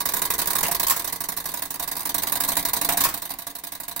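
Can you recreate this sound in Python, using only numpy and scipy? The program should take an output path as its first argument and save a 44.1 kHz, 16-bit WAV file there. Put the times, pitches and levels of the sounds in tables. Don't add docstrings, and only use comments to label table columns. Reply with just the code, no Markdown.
import sys
import numpy as np
from scipy import signal
from scipy.fft import rfft, irfft
from scipy.io import wavfile

SR = 44100
rng = np.random.default_rng(int(sys.argv[2]) if len(sys.argv) > 2 else 0)


def transcribe(signal):
    frames = np.atleast_2d(signal).T
    limited = np.clip(frames, -1, 1)
    pcm = np.round(limited * 32767).astype(np.int16)
    wavfile.write(sys.argv[1], SR, pcm)


N = 176400

# (frequency [Hz], correlation [0..1])
STEREO_LIKENESS = [(60,0.9),(170,0.95),(600,0.86),(1200,0.38),(4000,0.077)]
LN_1000 = np.log(1000)


def undb(db):
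    return 10 ** (np.asarray(db) / 20)


def along(points, hz):
    freqs, values = np.array(points, float).T
    return np.interp(np.log(np.maximum(hz, 1)), np.log(freqs), values)


def bins():
    return np.arange(N // 2 + 1) * SR / N


def add(out, start_s, sound):
    i = max(int(start_s * SR), 0)
    out[..., i:i + sound.shape[-1]] += sound[..., :N - i]


def pan(hz):
    # (frequency [Hz], left minus right [dB])
    balance = [(300,-1),(1000,-3),(1450,-8.5),(2100,-1),(3000,3.5),(4000,5),(5000,0.5),(7200,5),(8800,-8),(15000,-9.5)]
    lean = undb(along(balance, hz))
    return np.array([lean, np.ones_like(lean)]) * np.sqrt(2 / (1 + lean ** 2))


def stereo(spectra):
    likeness = along(STEREO_LIKENESS, bins())
    mid = spectra[0] * np.sqrt((1 + likeness) / 2)
    side = spectra[1] * np.sqrt((1 - likeness) / 2)
    return irfft(np.array([mid + side, mid - side]) * pan(bins()), N)


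def glint(noise, width_hz, depth_db=6.5):
    n = noise.shape[-1]
    hz = np.arange(n // 2 + 1) * SR / n
    ripple = np.interp(hz / width_hz, np.arange(len(hz)), rng.uniform(-0.83, 1, len(hz)))
    gain = undb(depth_db * ripple)
    return irfft(rfft(noise) * gain / np.sqrt(np.mean(gain ** 2)), n)


def contact_chatter(t, envelope, grain_s=0.00198, grain_db=0.5, rebound_fade_s=0.0073):
    grain = np.interp(t / grain_s, np.arange(len(t)), rng.standard_normal(len(t)))
    chatter = undb(-grain_db * grain * np.exp(-t / 0.09))
    since_rebound = t - rng.uniform(0.011, 0.03)
    chatter *= 1 + (since_rebound > 0) * np.exp(-np.abs(since_rebound) / rebound_fade_s)
    return chatter / np.sqrt(np.average(chatter ** 2, weights=envelope ** 2))


def dense_ring(blows, colour, hold_s, decay_scale=1, wet_db=0):
    # (centre [Hz], attack [s], base t60 [s], gain [dB], base room send [dB])
    registers = [(92,0.012,0.56,10.5,-8),(435,0.00091,0.17,3,-6),(1210,0.0064,0.11,5,-9),(3900,0.0029,0.098,0,-14.5),(12700,0.0019,0.066,3.5,-23.5)]
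    ring_s, room_t60_s, glint_hz, brass_above_hz = 0.3, 0.36, 220, 2500
    common_share = 0.61
    n = int(ring_s * SR)
    t = np.arange(n) / SR
    common = glint(rng.standard_normal((2, n)), glint_hz / 2)
    envelopes = []
    for _, attack_s, t60, gain_db, room_db in registers:
        direct = np.exp(-LN_1000 * np.maximum(t - hold_s, 0) / (t60 * decay_scale))
        room = undb(room_db + wet_db) * np.exp(-LN_1000 * t / room_t60_s)
        envelopes.append(np.minimum(t / attack_s, 1) * undb(gain_db) * np.hypot(direct, room))
    centres = [row[0] for row in registers]
    tracks = np.zeros((len(centres), 2, N))
    for start, bright_db, case_db in blows:
        fresh = rng.standard_normal((2, n))
        chatter = contact_chatter(t, envelopes[-1])
        brass = np.sqrt(common_share) * common + np.sqrt(1 - common_share) * fresh
        bright = glint(brass, glint_hz) * chatter * undb(bright_db)
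        hollow = fresh * undb(case_db)
        for track, envelope, centre in zip(tracks, envelopes, centres):
            add(track, start, envelope * (bright if centre > brass_above_hz else hollow))
    hz = bins()
    bands = [along(list(zip(centres, solo)), hz) for solo in np.eye(len(centres))]
    spectrum = sum(rfft(track) * band for track, band in zip(tracks, bands))
    return stereo(spectrum * undb(along(colour, hz)))


def ring_modes(times_s, levels_db, modes, scatter=0.2):
    onsets = np.clip((times_s * SR).astype(int), 0, N - 1)
    out = np.zeros((2, N))
    for hz, mode_db, t60 in modes:
        force, polarity = rng.standard_normal((len(onsets), 2)).T
        hits = np.zeros(N)
        np.add.at(hits, onsets, undb(levels_db + mode_db) * (1 + scatter * force) * np.sign(polarity))
        pole = np.exp((2j * np.pi * hz - LN_1000 / t60) / SR)
        ring = signal.lfilter([1], [1, -pole], hits)
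        spread = np.exp(0.5j * np.arccos(along(STEREO_LIKENESS, hz)) * rng.choice([-1, 1]))
        out += pan(hz)[:, None] * np.array([(ring * spread).imag, (ring / spread).imag])
    return out


def escapement():
    # (time [s], level [dB])
    stroke_cues = [(0.003, -20), (0.054, -18), (0.136, -18), (0.217, -17), (0.302, -17), (0.387, -17),
                   (0.471, -18), (0.552, -17), (0.629, -17), (0.712, -18), (0.796, -17), (0.962, -22),
                   (1.043, -23), (1.124, -22), (1.204, -23), (1.286, -22), (1.371, -23), (1.455, -23),
                   (1.538, -23), (1.62, -22), (1.704, -24), (1.795, -23), (1.875, -23), (1.965, -24),
                   (2.053, -21), (2.143, -17), (2.22, -24), (2.32, -17), (2.402, -17), (2.485, -16),
                   (2.567, -14), (2.65, -16), (2.732, -16), (2.812, -17), (2.888, -16), (2.971, -15),
                   (3.139, -22), (3.219, -25), (3.303, -24), (3.386, -28), (3.467, -26), (3.551, -28),
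                   (3.636, -28), (3.719, -28), (3.8, -28), (3.88, -26), (3.961, -24)]
    # (time [s], level [dB])
    tap_cues = [(0.087, -20), (0.166, -20), (0.251, -19), (0.336, -20), (0.415, -18), (0.503, -18),
                (0.583, -18), (0.664, -22), (0.746, -18), (0.829, -17), (0.994, -22), (1.074, -22),
                (1.157, -28), (1.237, -24), (1.319, -26), (1.4, -28), (1.487, -26), (1.571, -27),
                (1.653, -28), (1.74, -26), (1.824, -23), (1.913, -22), (2.003, -25), (2.091, -20),
                (2.18, -19), (2.269, -19), (2.353, -18), (2.435, -19), (2.517, -19), (2.592, -21),
                (2.684, -20), (2.765, -18), (2.846, -17), (2.921, -18), (3.004, -14), (3.173, -28),
                (3.252, -27), (3.418, -32), (3.5, -32), (3.584, -33), (3.668, -29), (3.75, -30),
                (3.832, -30), (3.911, -29), (3.992, -25)]
    # (time [s], level [dB])
    rattle_cues = [(0.119, -26), (0.192, -24), (0.38, -23), (0.456, -21), (0.531, -19), (0.607, -19),
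                   (0.681, -19), (1.02, -29), (1.097, -29), (1.365, -26), (1.44, -29), (1.516, -28),
                   (1.592, -27), (1.757, -27), (1.84, -26), (1.953, -27), (1.993, -25), (2.03, -29),
                   (2.07, -23), (2.233, -16), (2.295, -23), (2.371, -22), (2.447, -19), (2.477, -23),
                   (2.553, -24), (2.626, -24), (3.292, -29), (3.337, -27)]
    # (frequency [Hz], gain [dB])
    tick_colour = [(75,-8),(120,-12.5),(190,-9.5),(300,-0.5),(500,-3.5),(780,3),(1050,9.5),(1330,-3),(1700,2.5),(2050,1),(2350,-4),(3150,-11.5),(3850,0.5),(5400,-7),(7500,-7),(8800,-1),(10700,-3.5),(12000,1.5),(13500,-3),(15300,2)]
    # (frequency [Hz], level [dB], t60 [s])
    case_modes = [(173.5,-13,0.28),(285,-12.5,0.23),(457.3,-20,0.52),(594,-10.5,0.077),(688.4,-9,0.21),(763,-20,0.3),(964.5,-1.5,0.12),(1130,-6,0.14),(1180,-15.5,0.11),(1483,-6.5,0.077),(1661,-9,0.18),(2023,-15,0.39)]
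    # (frequency [Hz], level [dB], t60 [s])
    brass_modes = [(3820,-24,.06),(8470,-25,.1),(9119,-21,.1),(9470,-23,.16),(11020,-22,.1),(11680,-15,.08),(12160,-21,.09),(12525,-22,.14),(14830,-20,.1),(15005,-19,.11)]
    case_lag_s = 0.001964
    # (time [s], bright level [dB], case level [dB])
    strokes = np.array([(s, db + 1.5, db - 10.5) for s, db in stroke_cues])
    taps = np.array([(s, db + 1, db - 10) for s, db in tap_cues])
    rattles = np.array([(s, db, db - 6.5) for s, db in rattle_cues])
    ticks = dense_ring(strokes, tick_colour, hold_s=0.005)
    ticks += dense_ring(taps, tick_colour, hold_s=0.006, decay_scale=0.97)
    ticks += dense_ring(rattles, tick_colour, hold_s=0.003, decay_scale=0.45)
    case = ring_modes(strokes[:, 0] + case_lag_s, strokes[:, 2], case_modes)
    case += undb(-4) * ring_modes(taps[:, 0] + case_lag_s, taps[:, 2], case_modes)
    times_s, bright_db, _ = np.vstack([strokes, taps, rattles]).T
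    return ticks + case + ring_modes(times_s, bright_db, brass_modes)


def workshop_air(level_db=-53.5):
    # (frequency [Hz], gain [dB])
    air_colour = [(25,-4),(70,-8),(400,-10.5),(3000,-14.5),(15000,-23)]
    air = stereo(rfft(rng.standard_normal((2, N))) * undb(along(air_colour, bins())))
    return air / air.std() * undb(level_db)


def retreat(sound, move_s=(0.53, 2.6)):
    # (frequency [Hz], far minus near [dB])
    colour_shift = [(190,-1),(285,5.5),(380,-8.5),(690,3.5),(1050,-3),(2800,-1),(4000,0.5),(6000,-2.5),(8800,-0.5)]
    half_shift = undb(along(colour_shift, bins()) / 2)
    spectrum = rfft(sound)
    near, far = irfft(spectrum / half_shift, N), irfft(spectrum * half_shift, N)
    fade = np.interp(np.arange(N) / SR, move_s, (0, 1))
    return (1 - fade) * near + fade * far


def lever(centring_db=1):
    # (time [s], thud level [dB], hollow ring level [dB])
    knocks = [(.635,-17,-38),(.65,-17,-49),(.687,-28,-21.5),(1.805,-50,-29),(2.888,-13,-22),(2.902,-18,-41),(2.942,-27,-20)]
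    # (frequency [Hz], gain [dB])
    knock_colour = [(100,-20),(480,-14.5),(780,-2),(1200,-6.5),(2900,-0.5),(3400,-10)]
    # (frequency [Hz], level [dB], t60 [s])
    knock_modes = [(698,-3,0.15),(808,-7.5,0.12)]
    # (time [s], bright level [dB],
    # case level [dB])
    clacks = [(0.867,-13,-25),(0.881,-14,-24),(0.897,-8,-18.5),(0.906,-8.5,-14),(.913,-19.5,-18),(3.007,-14,-21),(3.037,-9.5,-17.5),(3.046,-9,-21),(3.052,-17,-11),(3.087,-19,-23)]
    # (frequency [Hz], gain [dB])
    clack_colour = [(100,-21.5),(500,-14.5),(1050,-5.5),(1600,-4.5),(3000,-7.5),(11500,-2.5),(14200,3.5)]
    # (frequency [Hz], level [dB], t60 [s])
    clack_modes = [(943,-9,0.079),(1083,-4,0.074),(1817,-10,0.08)]
    thuds = [(s, db, db) for s, db, _ in knocks]
    knock_s, _, hollow_db = np.array(knocks).T
    lift = dense_ring(thuds, knock_colour, hold_s=0.006, decay_scale=0.68)
    lift += ring_modes(knock_s, hollow_db, knock_modes)
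    clack_s, _, case_db = np.array(clacks).T
    drop = dense_ring(clacks, clack_colour, hold_s=0.0011, decay_scale=0.78, wet_db=3.5)
    drop += ring_modes(clack_s, case_db, clack_modes)
    return lift + drop * undb(np.array([[centring_db], [-centring_db]]) / 2)


def scene():
    return retreat(escapement()) + lever() + workshop_air()


def record(dry):
    ceiling, top_hz = 0.75, 15750
    lowpass = signal.ellip(10, 0.2, 70, top_hz, fs=SR, output="sos")
    return signal.sosfilt(lowpass, ceiling * np.tanh(dry / ceiling))


dry = scene()
out = record(dry)
transcribe(out)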